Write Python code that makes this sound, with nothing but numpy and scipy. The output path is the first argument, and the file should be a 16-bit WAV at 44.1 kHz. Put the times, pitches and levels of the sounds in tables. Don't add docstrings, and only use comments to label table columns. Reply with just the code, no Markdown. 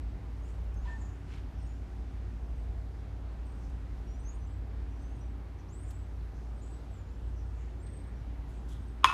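import sys
import numpy as np
from scipy import signal
from scipy.fft import rfft, irfft
from scipy.io import wavfile
from scipy.ndimage import uniform_filter1d

SR = 44100
rng = np.random.default_rng(int(sys.argv[2]) if len(sys.argv) > 2 else 0)


def gain_from_decibels(decibels):
    exponent = np.asarray(decibels, float) / 20
    return 10 ** exponent


def to_wav(s):
    ch = np.atleast_2d(s).T
    pcm = np.round(np.clip(ch, -1, 1) * 32767)
    wavfile.write(sys.argv[1], SR, pcm.astype(np.int16))


N = 402633
T = np.arange(N) / SR

# (frequency [Hz], density [dB per Hz])
TOWN_SPECTRUM = [(20, -42), (33, -20), (45, -10), (62, -8), (72, -9.5), (104, -14), (125, -16), (177, -22),
                 (250, -24.5), (400, -30), (500, -34), (650, -34),
                 (800, -34.5), (1100, -39), (1500, -41), (2200, -45.5), (3000, -50), (4500, -54.5),
            (6000, -57.5), (7500, -61), (10100, -64), (10500, -70), (11200, -67), (15300, -71.5)]
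TOWN_DB = -45

# (time [s], level [dB])
ENGINE_LOAD = [(0.0, -41), (0.07, -36.5), (0.2, -43), (0.79, -34.5), (1.27, -42), (2.84, -37), (3.02, -46),
               (3.28, -38), (5.42, -40.5), (5.49, -45.5), (6.61, -39), (7.09, -46), (7.27, -37),
               (7.8, -39.5), (7.93, -46), (8.03, -40), (9.03, -40.5), (9.13, -49)]
# (multiple of turn rate [-], level [dB], wander [dB])
ENGINE_ORDERS = [
    (4, -13, 3.5),
    (5, 0.2, 0.6),
]
# (frequency [Hz], level [dB])
ENGINE_WHINES = [
    (280, -63),
    (364, -68),
    (447, -71.5),
    (786, -74),
]
TURN_HZ = 11.41
EIGHTH_DB, EIGHTH_SWELL_DB = -52, 4

# (start [s], length [s], first pitch [Hz], last pitch [Hz],
# level [dB])
BIRD_PEEPS = [(0.0, .12, 7750, 7800, -88), (.355, .085, 9014, 9014, -83), (.42, .04, 6500, 6490, -78),
              (.45, .05, 7000, 7300, -76), (.75, .06, 6300, 6300, -74), (.9, .11, 7000, 6600, -80),
              (1.58, .1, 8800, 8200, -78), (1.66, .13, 6750, 7300, -80), (2.555, .11, 8400, 8010, -83),
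              (3.45, .18, 8500, 8300, -81), (4.09, .08, 7100, 7150, -81), (4.4, .06, 5930, 6200, -77),
              (4.475, .11, 7950, 7800, -79), (4.9, .1, 5850, 5950, -79), (5.0, .11, 6150, 6250, -75),
              (5.015, .055, 8270, 8170, -78), (5.15, .07, 8430, 8350, -81), (5.2, 0.063, 5770, 5900, -76),
              (5.235, .11, 8200, 7950, -86), (.44, .05, 8600, 7800, -81), (5.1, .07, 6600, 6700, -82),
              (5.87, .16, 8000, 7700, -76), (6.55, .07, 8450, 8430, -77), (6.61, .05, 6800, 7100, -72),
               (6.63, .16, 7950, 7970, -73), (7.05, .12, 7100, 7200, -85), (7.36, .05, 5980, 6040, -77),
               (7.45, .04, 8380, 8390, -80), (7.8, .04, 8770, 9090, -79), (8.53, .07, 8450, 7800, -79),
               (8.8, .06, 8570, 8500, -81), (8.86, .08, 8300, 8000, -78), (5.79, .06, 8200, 8250, -72),
               (7.24, .07, 7750, 7750, -83), (6.9, .04, 8100, 7900, -78), (8.15, .06, 5700, 5750, -82),
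               (7.79, .05, 7500, 7450, -82)]
# (start [s], length [s], first pitch [Hz], last pitch [Hz], level [dB])
BIRD_SWEEPS = [(.81, .19, 6600, 7800, -78), (4.19, .04, 6800, 9000, -75), (4.225, .035, 8900, 6300, -76),
               (4.465, .03, 6600, 8000, -80), (4.325, 0.068, 7000, 9050, -74), (4.99, .03, 6800, 8050, -82),
               (5.685, .035, 4800, 7000, -70), (5.715, .13, 6800, 8600, -65), (6.615, .04, 6500, 7900, -75),
               (5.83, .04, 6400, 7300, -73), (6.93, .11, 8000, 7030, -74)]
SWEEP_SETTLE = 4
# (start [s], end [s], top pitch [Hz], drop [Hz], note rate [per s], level [dB])
BIRD_TRILLS = [
    (0.999, 1.16, 7800, 1500, 27, -73.5),
    (7.819, 8.088, 8500, 450, 29, -74),
]
CALL_S, CALL_HOLD_S, CALL_CLIMB_S = 4.07, .18, .065
CALL_HZ, CALL_TURN_HZ, CALL_TOP_HZ = 5650, 6020, 7050
CALL_DB, CALL_TOP_DB = -76.5, -62
NOTE_ATTACK_S, NOTE_FADE_DB, NOTE_EDGE_DB = 0.011, -4, -8

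# (time [s], swell [s], centre [Hz], width [Hz],
# level [dB])
SOFT_RUSTLES = [(.5, .05, 7500, 3000, -72), (.9, .06, 2400, 2500, -62.5), (.9, .03, 694, 200, -59),
                (.92, .04, 1550, 150, -64), (1.001, .022, 198, 149, -48.5), (1.342, .06, 1900, 2500, -58),
                (1.62, .06, 5500, 910, -73.5), (2.98, .045, 5500, 2500, -80), (3.3, .06, 4000, 1000, -75),
                (3.64, .045, 5800, 1500, -73), (5.6, .022, 6000, 1200, -73.5), (5.9, .04, 7650, 1500, -67),
                (6.22, .03, 4000, 900, -73), (6.379, .04, 6000, 1400, -75), (6.68, .06, 7400, 2000, -73),
                (7.62, 0.063, 6840, 1210, -75), (8.5, .022, 9900, 5000, -75), (1.05, .07, 6800, 1800, -74),
                (8.55, .08, 6800, 1500, -77), (8.73, 0.037, 3330, 700, -64), (8.73, .03, 7000, 5000, -68),
                (7.4, .05, 5700, 1000, -77)]
RUSTLE_FALL = 1.26
# (time [s], fall [s], centre [Hz], width [Hz], level [dB])
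SHARP_TICKS = [
    (.745, .0045, 7000, 6050, -67),
    (.858, .012, 3600, 2000, -63),
    (3.7, .009, 5900, 6000, -69.5),
    (4.58, .01, 12500, 3000, -80),
    (5.19, .01, 12500, 3020, -85),
    (5.909, .0072, 5470, 9000, -58),
    (7.87, 0.013, 3500, 2060, -64),
    (8.69, .05, 6500, 6500, -65),
    (9.045, .033, 330, 250, -44),
]
TICK_RISE_S = .004

PING_S, PING_HOLD_S, PING_HZ, PING_DB = .872, .105, 1797, -52
BEAT_S, BEAT_DB, BEAT_LOSS_DB = .032, -62, -3
# (start [s], length [s], first pitch [Hz], last pitch [Hz], level [dB])
TAP_KNOCKS = [
    (0.853, 0.032, 1040, 1010, -49),
    (0.881, 0.029, 975, 930, -51),
    (0.916, 0.133, 930, 973, -59.5),
]

# (frequency [Hz], level [dB], 60 dB decay [s])
BARREL_MODES = [(1086, 0, 0.033), (1257, -9.5, 0.03), (1420, -43, 0.026), (1800, -13, 0.023),
                (2346, -15.5, 0.033), (2590, -30, 0.039), (3040, -16, 0.0076), (3330, -8, 0.0099),
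                (4500, -19, 0.006), (5000, -16.5, 0.0071), (6360, -22.5, 0.012), (8270, -25.5, 0.0087)]
# (time [s], level [dB])
CRACK_ARRIVALS = [(9.0435, -2), (9.0476, -14), (9.054, -13.5), (9.056, -21.5), (9.0608, -23), (9.0647, -22),
                  (9.0857, -22), (9.0935, -21), (9.099, -19), (9.1125, -21.5), (9.125, -22.5)]
# (start [s], length [s], first pitch [Hz], last pitch [Hz], level [dB])
SEAT_ROWS = [
    (9.069, 0.043, 2585, 2590, -33.5),
    (9.11, .03, 2590, 2630, -44),
    (9.071, .024, 1420, 1425, -36.5),
    (9.093, 0.036, 1420, 1425, -42),
]
SCATTER_DB, SCATTER_T60_S, SCATTER_RATE = -39, .4, 12000


def band(x, hz, width):
    return signal.lfilter(*signal.iirpeak(min(hz, .45 * SR), hz / width, fs=SR), x)


def unit(x):
    return x / np.sqrt(np.mean(x ** 2))


def walk(rate, size=N):
    hold = max(int(SR / rate), 1)
    steps = np.repeat(rng.standard_normal(size // hold + 1), hold)
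    return 1.22 * uniform_filter1d(uniform_filter1d(steps, hold), hold)[:size]


def walk_for(t, rate):
    return walk(rate, size=SR // 3)[:len(t)]


def add(out, s, x):
    i = max(int(s * SR), 0)
    out[i:i + len(x)] += x[:N - i]


def note(start, length, first_hz, last_hz, db, attack=NOTE_ATTACK_S, fade_db=NOTE_FADE_DB, settle=0):
    u = np.linspace(0, 1, num=33)
    slide = (1 - np.exp(-settle * u)) / (1 - np.exp(-settle)) if settle else u
    pitch = first_hz + (last_hz - first_hz) * slide
    edge = np.clip(1 - np.minimum(u, 1 - u) * length / attack, 0, 1)
    level = db + fade_db * u + NOTE_EDGE_DB * edge
    return np.transpose([start + length * u, pitch, level])


def whistle(table, flutter_db, flutter_rate, waver):
    s, hz, db = np.transpose(table)
    t = np.arange(s[0], s[-1], 1 / SR)
    pitch = np.interp(t, s, hz) * (1 + waver * walk_for(t, flutter_rate))
    gain = gain_from_decibels(np.interp(t, s, db) + flutter_db * walk_for(t, flutter_rate))
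    ends = signal.windows.tukey(len(t), min(200 / len(t), 1))
    return np.sqrt(2) * gain * ends * np.sin(2 * np.pi * np.cumsum(pitch) / SR)


def town():
    f = np.maximum(np.fft.rfftfreq(N, 1 / SR), 1)
    hz, db = np.transpose(TOWN_SPECTRUM)
    colour = rfft(rng.standard_normal(N)) * gain_from_decibels(np.interp(np.log(f), np.log(hz), db))
    out, gust = 0, walk(0.41)
    for step in range(8, 30):
        share = np.clip(1 - abs(2 * np.log2(f) - step), 0, 1)
        swell = gain_from_decibels(0.2 * gust + 0.83 * walk(2.434) + 0.99 * walk(12))
        out = out + swell * irfft(colour * share, N)
    return gain_from_decibels(TOWN_DB) * unit(out)


def engine():
    s, load_db = np.transpose(ENGINE_LOAD)
    turn = 2 * np.pi * TURN_HZ * T + .12 * walk(1.45)
    orders = 0
    for multiple, db, wander in ENGINE_ORDERS:
        orders = orders + gain_from_decibels(db + wander * walk(4)) * np.sin(multiple * turn + 6 * rng.random())
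    eighth_db = EIGHTH_DB + EIGHTH_SWELL_DB * np.tanh(2 * walk(6.5)) + 2.0 * walk(6.5)
    eighth = gain_from_decibels(eighth_db) * np.sin(8 * turn)
    whines = 0
    for hz, db in ENGINE_WHINES:
        whines = whines + gain_from_decibels(db + 1.9 * walk(5.2)) * np.sin(2 * np.pi * (hz * T + 0.16 * walk(3)))
    return np.sqrt(2) * (gain_from_decibels(np.interp(T, s, load_db)) * orders + eighth + whines)


def trill(start, end, hz, drop_hz, rate, db):
    beat = np.arange(0, end - start, 1 / SR) * rate % 1
    pitch = (hz - drop_hz * beat) * (1 + .012 * walk_for(beat, rate))
    chips = np.sin(2 * np.pi * np.cumsum(pitch) / SR)
    return gain_from_decibels(db + 4.7 * walk_for(beat, rate)) * np.sin(np.pi * beat) ** 2 * chips * 2


def birds():
    out = np.zeros(N)
    for row in BIRD_PEEPS:
        add(out, row[0], whistle(note(*row), 4.5, 150, 0.017))
    for row in BIRD_SWEEPS:
        sweep = note(*row, attack=.005, fade_db=-5.5, settle=SWEEP_SETTLE)
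        add(out, row[0], whistle(sweep, 3.5, 120, 0.009))
    turn = CALL_S + CALL_HOLD_S
    hold = note(CALL_S, CALL_HOLD_S, CALL_HZ, CALL_TURN_HZ, CALL_DB, fade_db=1.5)
    climb = note(turn, CALL_CLIMB_S, CALL_TURN_HZ, CALL_TOP_HZ, CALL_TOP_DB, fade_db=0.0)
    add(out, CALL_S, whistle(hold, 2.5, 60, 0.0057))
    add(out, turn, whistle(climb, 2.1, 120, 0.0057))
    for row in BIRD_TRILLS:
        add(out, row[0], trill(*row))
    smear = rng.standard_normal(3000) * gain_from_decibels(-60 * T[:3000] / 0.3)
    return out + gain_from_decibels(-32.5) * signal.fftconvolve(out, smear)[:N]


def scuffs():
    out = np.zeros(N)
    rows = [(s, swell, RUSTLE_FALL * swell, *rest) for s, swell, *rest in SOFT_RUSTLES]
    rows += [(s, TICK_RISE_S, *rest) for s, *rest in SHARP_TICKS]
    for s, rise, fall, hz, width, db in rows:
        t = np.arange(-2 * rise, 3.5 * fall, 1 / SR)[:SR // 3]
        shape = np.where(t < 0, np.exp(-(t / rise) ** 2), np.exp(-t / fall))
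        grit = rng.standard_normal(SR // 3)[:len(t)] * gain_from_decibels(2.0 * walk_for(t, 361))
        rub = unit(band(band(grit, hz, width), hz, 1.3 * width))
        add(out, s - 2 * rise, gain_from_decibels(db) * shape * rub)
    return out


def far_tap():
    out = np.zeros(N)
    ping = note(PING_S, PING_HOLD_S, PING_HZ, PING_HZ, PING_DB, attack=.01, fade_db=-1.0)
    add(out, PING_S, whistle(ping, 1.1, 120, 0.0031))
    for k in range(5):
        s = PING_S + PING_HOLD_S + (k + 1) * BEAT_S
        beat = note(s, .9 * BEAT_S, PING_HZ, PING_HZ, BEAT_DB + k * BEAT_LOSS_DB, fade_db=-.6)
        add(out, s, whistle(beat, 1.1, 120, 0.0028))
    for row in TAP_KNOCKS:
        add(out, row[0], whistle(note(*row, attack=.004, fade_db=-10), 2.2, 133, 0.033))
    return out


def park(body, snap):
    out = np.zeros(N)
    (start, direct_db), *echoes = CRACK_ARRIVALS
    add(out, start, gain_from_decibels(direct_db) * (body + snap))
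    for s, db in echoes:
        add(out, s, gain_from_decibels(db) * (body + gain_from_decibels(-5.5) * snap))
    t = T[:SR // 8]
    hits = rng.standard_normal(len(t)) * (rng.random(len(t)) < SCATTER_RATE / SR)
    hits = hits * gain_from_decibels(SCATTER_DB - 60 * t / SCATTER_T60_S) * (1 - np.exp(-t / 0.0023))
    ring_t = T[:len(body)]
    blurred = gain_from_decibels(1.0) * body * gain_from_decibels(-60 * ring_t / 0.046)
    blurred = blurred + gain_from_decibels(12.5) * snap * gain_from_decibels(-60 * ring_t / 0.0025)
    add(out, start, signal.fftconvolve(hits, blurred))
    for row in SEAT_ROWS:
        add(out, row[0], whistle(note(*row, attack=.006, fade_db=-4), 1.8, 240, .004))
    hiss = band(band(rng.standard_normal(len(t)), 5500, 7000), 5200, 9000)
    add(out, start, gain_from_decibels(-46 - 60 * t / .25) * hiss)
    ahead = rng.standard_normal((2, 700)) * np.linspace(0, 1, 700)
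    upper = gain_from_decibels(-24) * band(band(ahead[0], 2500, 350), 3000, 350)
    lower = gain_from_decibels(-19) * band(band(ahead[1], 1150, 350), 1150, 350)
    add(out, start - 700 / SR, upper + lower)
    out = out - band(out, 550, 250)
    return signal.sosfilt(signal.butter(4, 620, "high", fs=SR, output="sos"), out)


def bat():
    t = T[:4000]
    ring = {hz: gain_from_decibels(db - 60 * t / t60) * np.sin(2 * np.pi * hz * t) for hz, db, t60 in BARREL_MODES}
    split_hz, body_delay_s = 2700, .00033
    body = -sum(x for hz, x in ring.items() if hz < split_hz) * (1 - np.exp(-t / 0.00065))
    body = np.pad(body, (int(body_delay_s * SR), 0))[:len(t)]
    snap = sum(x for hz, x in ring.items() if hz >= split_hz)
    slap = band(band(rng.standard_normal(len(t)), 7400, 8000), 5700, 9400)
    snap = snap + gain_from_decibels(-25 - 60 * t / 0.02) * slap
    return body, snap * (1 - np.exp(-t / .0001))


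def scene():
    return (town() + engine() + birds() + scuffs() + far_tap() + park(*bat()))[None]


def band_limit(x):
    return signal.sosfilt(signal.butter(12, 15370, fs=SR, output="sos"), x)


def record(dry):
    top = signal.ellip(8, .2, 60, 15150, fs=SR, output="sos")
    mix = signal.sosfilt(top, dry)
    return band_limit(mix)


dry = scene()
out = record(dry)
to_wav(out)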